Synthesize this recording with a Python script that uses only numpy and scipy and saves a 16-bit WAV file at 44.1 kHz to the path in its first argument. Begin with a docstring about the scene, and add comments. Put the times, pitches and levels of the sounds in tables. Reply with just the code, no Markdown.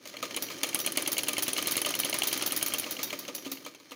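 """A faint rattle and low drone come first, with soft knocks: an old cast-iron sewing machine on a wooden table.
Heard close up, it gathers speed to between ten and eleven stitches a second, then slows and stops.
In each stitch the linkage clacks, the needle bar and shuttle click and the feed knocks the table;
now and then a loose steel part rings. Blows are bursts of random touches, coloured by filters and
joined by fading tones; the bearings' rattle and the table's drone are filtered noise."""
import sys
import numpy as np
from scipy import signal
from scipy.fft import rfft, irfft
from scipy.io import wavfile

SR = 44100
rng = np.random.default_rng(int(sys.argv[2]) if len(sys.argv) > 2 else 0)


def log_audio(samples):
    """Write samples as a 16-bit WAV file to the path given in sys.argv[1]."""
    # one column per channel
    frames = np.atleast_2d(samples).T
    # limit to full scale, then quantise
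    limited = np.clip(frames, -1, 1)
    pcm = np.round(limited * 32767).astype(np.int16)
    wavfile.write(sys.argv[1], SR, pcm)


N = 174195  # length in samples, just under 4 s

# Blow levels below are inputs: each function adds its own trim in dB.
# Steel clicks of needle bar and shuttle, about two a stitch: start_s [s], treble_db [dB], body_db [dB]
CLICK_EVENTS = [(0.3633, -14.5, -29), (0.584, -34, -41), (0.6319, -12.5, -26.5), (0.668, -24, -39.5),
                (0.689, -19.5, -32), (0.7453, -6.5, -28.5), (0.7898, -16.5, -33.5), (0.8622, -9.5, -26.5),
                (0.9205, -15.5, -35.5), (0.9717, -10.5, -28.5), (1.0224, -14.5, -32), (1.075, -9.5, -26),
                (1.1291, -11, -33.5), (1.181, -9.5, -50), (1.233, -14.5, -30), (1.283, -9, -28),
                (1.331, -13.5, -30), (1.3807, -12, -27), (1.431, -10, -34), (1.48, -12.5, -28),
                (1.5313, -12, -29.5), (1.5752, -16.5, -32.5), (1.6242, -14, -31), (1.6713, -8.5, -28.5),
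                (1.72, -10, -30), (1.767, -7, -30), (1.8164, -10.5, -30), (1.8595, -14.5, -29.5),
                (1.89, -17.5, -32.5), (1.9054, -15.5, -29), (1.9509, -13.5, -28.5), (1.999, -9.5, -32),
                (2.0468, -12.5, -28), (2.0953, -12, -33), (2.141, -13, -34), (2.1857, -11.5, -35.5),
                (2.233, -11.5, -28), (2.281, -14.5, -30), (2.3274, -11, -28.5), (2.3753, -13, -33),
                (2.4229, -14.5, -25.5), (2.4736, -17, -31.5), (2.521, -10, -31.5), (2.573, -10.5, -34),
                (2.6261, -9, -27.5), (2.6819, -14.5, -37), (2.7366, -10.5, -26), (2.7965, -13, -38),
                (2.921, -19, -37), (3.2794, -39, -36), (3.38, -43, -39), (3.423, -39, -45),
                (3.454, -38, -39), (3.648, -36, -39.5), (3.747, -42, -42.5), (3.909, -40, -43)]
# The feed knocking on the bed, about once a stitch: start_s [s], knock_db [dB], rattle_db [dB]
KNOCK_EVENTS = [(0.055, -37, -39), (0.073, -57, -36), (0.139, -35, -61), (0.227, -24, -29.5),
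                (0.372, -30.5, -39), (0.501, -32, -40), (0.512, -46, -34.5), (0.633, -24.5, -26.5),
                (0.754, -29, -34), (0.872, -36, -40), (0.973, -26, -28.5), (1.081, -28, -41),
                (1.18, -33, -27.5), (1.285, -27.5, -28.5), (1.39, -30.5, -31.5), (1.482, -31.5, -28.5),
                (1.58, -26.5, -27.5), (1.677, -30.5, -29), (1.777, -30.5, -29), (1.863, -26.5, -30.5),
                (1.951, -37, -37), (2.053, -33, -30), (2.143, -26, -27.5), (2.238, -29, -31),
                (2.329, -40, -26), (2.428, -29.5, -39.5), (2.527, -29.5, -34), (2.662, -34, -30.5),
                (2.743, -30.5, -37), (2.863, -30.5, -38), (2.99, -28.5, -36), (3.128, -26, -35),
                (3.285, -30, -42), (3.462, -35.5, -39), (3.519, -38.5, -38.5), (3.662, -31.5, -38.5),
                (3.799, -49, -48.5), (3.917, -34, -42.5)]
# Ringing tones of the machine's head: pitch_hz [Hz], level_db [dB], t60_s [s to fall by 60 dB]
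HEAD_TONES = [(1212,7,0.11),(2307,2,0.08),(3123,5,0.033),(4210,6,0.05),(5835,3,0.3),(6400,1,0.04)]


def from_db(db):
    """Turn decibels into an amplitude gain."""
    return 10 ** (np.asarray(db) / 20)


def rms_one(x):
    """Scale a signal to an rms (average strength) of 1."""
    return x / np.sqrt(np.mean(x ** 2) + 1e-20)


def level(rows):
    """Draw a gain over time through (start_s, level_db) points."""
    return from_db(np.interp(np.arange(N) / SR, *np.transpose(rows)))


def body(x, colour, modes=(), size=16384):
    """Pass x through a part with a broad colour and ringing modes; the filter's overall power gain is 1."""
    hz, db = np.transpose(colour)
    grid_hz = np.maximum(np.arange(size // 2 + 1) * SR / size, 1)
    colour_gain = from_db(np.interp(np.log(grid_hz), np.log(hz), db))
    # Folding the cepstrum (spectrum of the log spectrum) makes the filter respond only after a blow
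    cepstrum = irfft(np.log(colour_gain))
    cepstrum[1:size // 2] *= 2
    cepstrum[size // 2 + 1:] = 0
    contact = irfft(np.exp(rfft(cepstrum)))
    response = contact
    for mode_hz, mode_db, t60_s in modes:
        r = np.exp(-np.log(1000) / (t60_s * SR))  # fading per sample
        poles = [1, -2 * r * np.cos(2 * np.pi * mode_hz / SR), r * r]
        ringing = (1 - r * r) / 2 * signal.lfilter([1, 0, -1], poles, contact)
        response = response + from_db(mode_db) * ringing
    return signal.fftconvolve(x, response / np.linalg.norm(response))[:N]


def blows(times, db, attack_s, hold_s, decay_s, tail_db, tail_s):
    """Each blow is a short burst of dense contact chatter, with a diffuse tail from frame and room."""
    touches_per_s = 9000  # tiny touches within a blow
    t = np.arange(SR // 3) / SR
    rise = np.minimum(t / attack_s, 1) ** 2
    late = np.maximum(t - attack_s - hold_s, 0)
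    burst = np.exp(-2 * late / decay_s)
    tail = from_db(tail_db) ** 2 * np.exp(-2 * t / tail_s)
    shape = rise * (burst + tail)  # power, so overlapping blows add naturally
    power = np.zeros(N + SR)
    for s, gain in zip(times, from_db(db)):
        start = max(int(s * SR), 0)
        power[start:start + len(t)] += gain ** 2 * shape
    touches = (rng.random(N) < touches_per_s / SR) * rng.choice([-1, 1], N)
    return np.sqrt(power[:N]) * rms_one(touches)


def sing(times, db, modes, wander=0):
    """Each blow rings every mode with a strength of its own; wander is the typical pitch stray as a share."""
    strength_spread_db, rise_s = 2.5, .003
    hz, mode_db, t60_s = np.transpose(modes)[:, :, None]
    t = np.arange(int(t60_s.max() * SR)) / SR
    out = np.zeros(N + SR)
    for s, blow_db in zip(times, db):
        strength, stray, phase = rng.standard_normal((3, len(modes), 1))
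        fade = np.exp(-np.log(1000) * t / t60_s)
        gain = from_db(blow_db + mode_db + strength_spread_db * strength) * fade
        tones = gain * np.sin(2 * np.pi * (hz * (1 + wander * stray) * t + phase))
        start = max(int(s * SR), 0)
        out[start:start + len(t)] += tones.sum(0) * np.minimum(t / rise_s, 1)
    return out[:N]


def judder():
    """Small parts bounce, so their rattle comes in quick uneven clumps: a gain of rms 1."""
    spread_db, points_per_s = 3, 330
    points = rng.standard_normal(int(N / SR * points_per_s) + 2)
    wobble = np.interp(np.arange(N) / SR * points_per_s, np.arange(len(points)), points)
    return rms_one(from_db(spread_db * wobble))


def running():
    """Bearings rub and tick faintly; the table drones with the shaking of the machine."""
    # How strong the bearings' rattle and the table's drone are, before trim: start_s [s], level_db [dB]
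    bearing_levels = [(0,-57),(.2,-50),(.3,-46.5),(.6,-46.5),(.9,-43.5),(2.4,-40),(3.1,-46),(3.42,-54),(3.62,-53),(3.72,-59),(3.8,-61),(3.95,-57.5)]
    drone_levels = [(0,-60.5),(.22,-49),(1,-45.5),(2.3,-44.5),(3.1,-48),(3.55,-53),(3.82,-62)]
    # Their colours: pitch_hz [Hz], level_db [dB]
    bearing_colour = [(450,-8.5),(600,1.5),(800,-3.5),(1500,-1),(2200,1.5),(3000,-3.5),(5000,-1),(6600,-2),(7700,-16.5),(9600,-9.5),(13300,-16),(15200,-10),(16200,-24)]
    drone_colour = [(50,-33),(85,-34),(108,-6.5),(145,-9.5),(220,-5.5),(310,3),(440,-6.5),(560,-4.5),(800,-28),(2000,-43.5)]
    bearing_trim_db, drone_trim_db = 1, -0.5
    ticks_per_s, tick_spread_db, tick_top_db = 280, 9, 11
    tick_share = 0.47  # ticks' share of the power; smooth noise makes up the rest

    tick_db = np.minimum(tick_spread_db * rng.exponential(1, N), tick_top_db)
    born = np.flatnonzero(rng.random(N) < ticks_per_s / SR)
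    ticks = blows(born / SR, tick_db[born], attack_s=0.00033, hold_s=0.00025,
                  decay_s=0.0085, tail_db=-9, tail_s=0.0074)
    smooth = rng.standard_normal(N)
    rub = np.sqrt(tick_share) * rms_one(ticks) + np.sqrt(1 - tick_share) * smooth
    bearings = body(rub * judder() * level(bearing_levels), bearing_colour, HEAD_TONES)
    drone = body(rng.standard_normal(N) * level(drone_levels), drone_colour)
    return from_db(bearing_trim_db) * bearings + from_db(drone_trim_db) * drone


def knocks():
    """The feed strikes the bed, sets it ringing and shakes the small parts on it."""
    # Colours of the knock and of the shaken parts: pitch_hz [Hz], level_db [dB]
    knock_colour = [(120,-24),(430,-5),(570,7.5),(740,-9),(1000,0.5),(1250,0.5),(1450,-12),(2200,-1),(3500,-6.5),(8000,-37)]
    rattle_colour = [(1000,-25),(2200,5),(3200,5),(4600,6),(5300,-1),(6700,6),(7600,-6),(9500,-4.5),(13500,-6),(15300,2),(16200,-29)]
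    # Ringing tones of the bed: pitch_hz [Hz], level_db [dB, before trim], t60_s [s]
    bed_tones = [(485,-16.5,.17),(601,-14,.13),(1216,-15,.17),(1268,-17,.085),(2110,-17,.06),(2320,-20,.05)]
    bed_trim_db = 0.5

    s, knock_db, rattle_db = np.transpose(KNOCK_EVENTS)
    knock = blows(s, knock_db - 8, attack_s=0.0016, hold_s=0.0018,
                  decay_s=0.012, tail_db=-17.0, tail_s=0.11)
    rattle = blows(s, rattle_db - 2.0, attack_s=0.00034, hold_s=0.00088,
                   decay_s=0.011, tail_db=-8.0, tail_s=0.038)
    bed = body(knock, knock_colour) + sing(s, knock_db + bed_trim_db, bed_tones)
    return bed + body(rattle * judder(), rattle_colour)


def table():
    """Each feed knock and each click gives the table top one soft push, so it throbs with the stitches."""
    # Boom relative to each knock, heavier as the machine slows: start_s [s], level_db [dB, before trim]
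    boom_levels = [(.2,-10),(.7,-9),(1,-6),(2.6,-5),(3.0,-4),(3.13,1),(3.29,2),(3.46,8),(3.66,-5)]
    # Colour of the thud: pitch_hz [Hz], level_db [dB]
    thud_colour = [(100,-10.5),(290,-4),(420,-7.5),(900,-16)]
    # Ringing tones of the table, then its lowest one, reached only by the feed:
    # pitch_hz [Hz], level_db [dB], t60_s [s]
    table_tones = [(296,19,0.16),(320,22,0.18),(349,20.5,0.28),(383,22.5,0.26)]
    boom_tone = [(272,-8.5,.2)]
    click_push_db, knock_push_db = 14.5, 11.5

    push = np.zeros(N)
    s, _, click_db = np.transpose(CLICK_EVENTS)
    # Clicks push up or down at random; knocks always push the same way
    push[(s * SR).astype(int)] += from_db(click_db + click_push_db) * rng.choice([-1, 1], len(s))
    s, knock_db, _ = np.transpose(KNOCK_EVENTS)
    boom_db = knock_db + np.interp(s, *np.transpose(boom_levels))
    push[(s * SR).astype(int)] += from_db(boom_db + knock_push_db)
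    return body(push, thud_colour, table_tones) + sing(s, boom_db, boom_tone)


def clacks():
    """The linkage takes up its play with a short hollow clack, pitched a little differently each time."""
    # Play is taken up before and after the stroke: start_s [s], level_db [dB, before trim]
    clack_events = [(0.1673, -25.5), (0.309, -28), (0.3436, -22.5), (0.3705, -18.5), (0.485, -29.5),
                    (0.6425, -16), (0.7287, -23), (0.7537, -21), (0.847, -25), (0.872, -18), (0.9587, -24),
                    (0.9816, -20.5), (1.0606, -19.5), (1.167, -20), (1.188, -16.5), (1.27, -22),
                    (1.291, -21), (1.367, -18.5), (1.3862, -22.5), (1.467, -24.5), (1.5645, -18),
                    (1.5867, -21), (1.658, -20.5), (1.754, -19.5), (1.775, -17), (1.8473, -16.5),
                    (1.939, -17.5), (2.0328, -18.5), (2.054, -26), (2.127, -14), (2.2191, -13.5),
                    (2.313, -21), (2.409, -23), (2.507, -23), (2.611, -24), (2.7205, -23), (2.7455, -24),
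                    (2.839, -24), (2.9658, -25), (3.1034, -21.5), (3.25, -37), (3.4474, -28.5),
                    (3.571, -34)]
    # Colour of the contact: pitch_hz [Hz], level_db [dB]
    clack_colour = [(300,-26.5),(650,-1.5),(1400,-19),(1950,-11.5),(2250,-5.5),(2850,-3.5),(3200,6.5),(3700,-16.5),(4200,-3.5),(5400,-20.5),(6600,-4.5),(8000,-18),(15000,-17.5)]
    # Ringing tones of the linkage: pitch_hz [Hz], level_db [dB, before trim], t60_s [s]
    link_tones = [(2160,-16,.022),(2370,-18,.022),(2760,-15,.018),(2900,-13,.024),(4230,-17,.02)]
    link_trim_db = 8

    s, db = np.transpose(clack_events)
    contact = blows(s, db - 13, attack_s=0.0013, hold_s=0.0015,
                    decay_s=0.0034, tail_db=-9.5, tail_s=0.011)
    return body(contact, clack_colour) + sing(s, db + link_trim_db, link_tones, wander=.025)


def clicks():
    """Steel meets steel: a very short bright snap and a slightly longer answer from the head."""
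    # Colours of the snap and of the answer: pitch_hz [Hz], level_db [dB]
    snap_colour = [(3000,-17),(8000,-18),(8500,-9),(8900,-16),(9350,-3.5),(10400,-2),(11000,-8.5),(12100,-10),(12600,-4.5),(13800,-20),(14400,-8),(15500,-7),(16000,-21)]
    answer_colour = [(100,-35),(600,1),(1600,-8.5),(2300,-3),(3100,3.5),(3700,-2),(4200,-3.5),(5400,-5.5),(6450,4),(7400,-14),(10000,-28.5)]
    # Ringing tones of the shuttle: pitch_hz [Hz], level_db [dB], t60_s [s]
    shuttle_tones = [(9370,1,0.03),(10686,-1,0.05)]

    s, treble_db, body_db = np.transpose(CLICK_EVENTS)
    snap = blows(s, treble_db - 12, attack_s=0.00069, hold_s=0.00082,
                 decay_s=0.0024, tail_db=-14, tail_s=0.019)
    answer = blows(s, body_db - 2, attack_s=0.0012, hold_s=0.00054,
                   decay_s=0.0086, tail_db=-7.5, tail_s=0.0083)
    return body(snap, snap_colour, shuttle_tones) + body(answer, answer_colour, HEAD_TONES)


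def rings():
    """The loose steel part is struck, falls back once and sings on in its ringing modes."""
    # Strikes on the loose part: start_s [s], level_db [dB, before trim]
    ring_events = [(0.4225, -20), (0.7995, -20), (1.117, -18.5), (1.4226, -19), (1.71, -18.5),
                   (1.9893, -18.5), (2.271, -17), (2.4613, -18), (2.5625, -19.5), (2.6613, -19),
                   (2.783, -19.5), (2.908, -21), (3.03, -17), (3.189, -25.5), (3.3485, -22), (3.5157, -23)]
    # Colour of the strike: pitch_hz [Hz], level_db [dB]
    ring_colour = [(150,-33.5),(600,-8),(1500,-13),(3800,-6),(5400,-4.5),(6500,-4),(8000,-15),(10700,-12),(11200,3.5),(11800,-12.5),(13900,-20),(14280,1),(14520,4),(14830,4.5),(15200,-5),(15600,-5),(16100,-18)]
    # Ringing tones of the loose steel: pitch_hz [Hz], level_db [dB, before trim], t60_s [s]
    steel_tones = [(3750,-27,.26),(4595,-28,.27),(5836,-26.5,.28),(11115,-26,.22),(11300,-25,.24),(14215,-25,.22),(14280,-25,.15),(14745,-24,.18),(14838,-23.5,.2)]
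    bounce_s, bounce_db, steel_trim_db = 0.0126, -9, 1.5

    s, db = np.transpose(ring_events)
    strike_s = np.r_[s, s + bounce_s]
    strike_db = np.r_[db, db + bounce_db]
    strikes = blows(strike_s, strike_db - 7.5, attack_s=.0007, hold_s=0.0018,
                    decay_s=0.0061, tail_db=-18, tail_s=0.069)
    return body(strikes, ring_colour) + sing(s, db + steel_trim_db, steel_tones)


def scene():
    """Add all parts of the machine at one close microphone."""
    return (running() + knocks() + table() + clacks() + clicks() + rings())[None]


def record(dry):
    """The small microphone loses the deep bass; the top is cut steeply."""
    low_hz, top_hz = 75, 16000
    bass_cut = signal.butter(2, low_hz, "high", fs=SR, output="sos")
    top_cut = signal.ellip(10, .1, 80, top_hz, fs=SR, output="sos")  # 0.1 dB ripple, 80 dB cut
    thin = signal.sosfilt(bass_cut, dry)
    return signal.sosfilt(top_cut, thin)


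dry = scene()
out = record(dry)
log_audio(out)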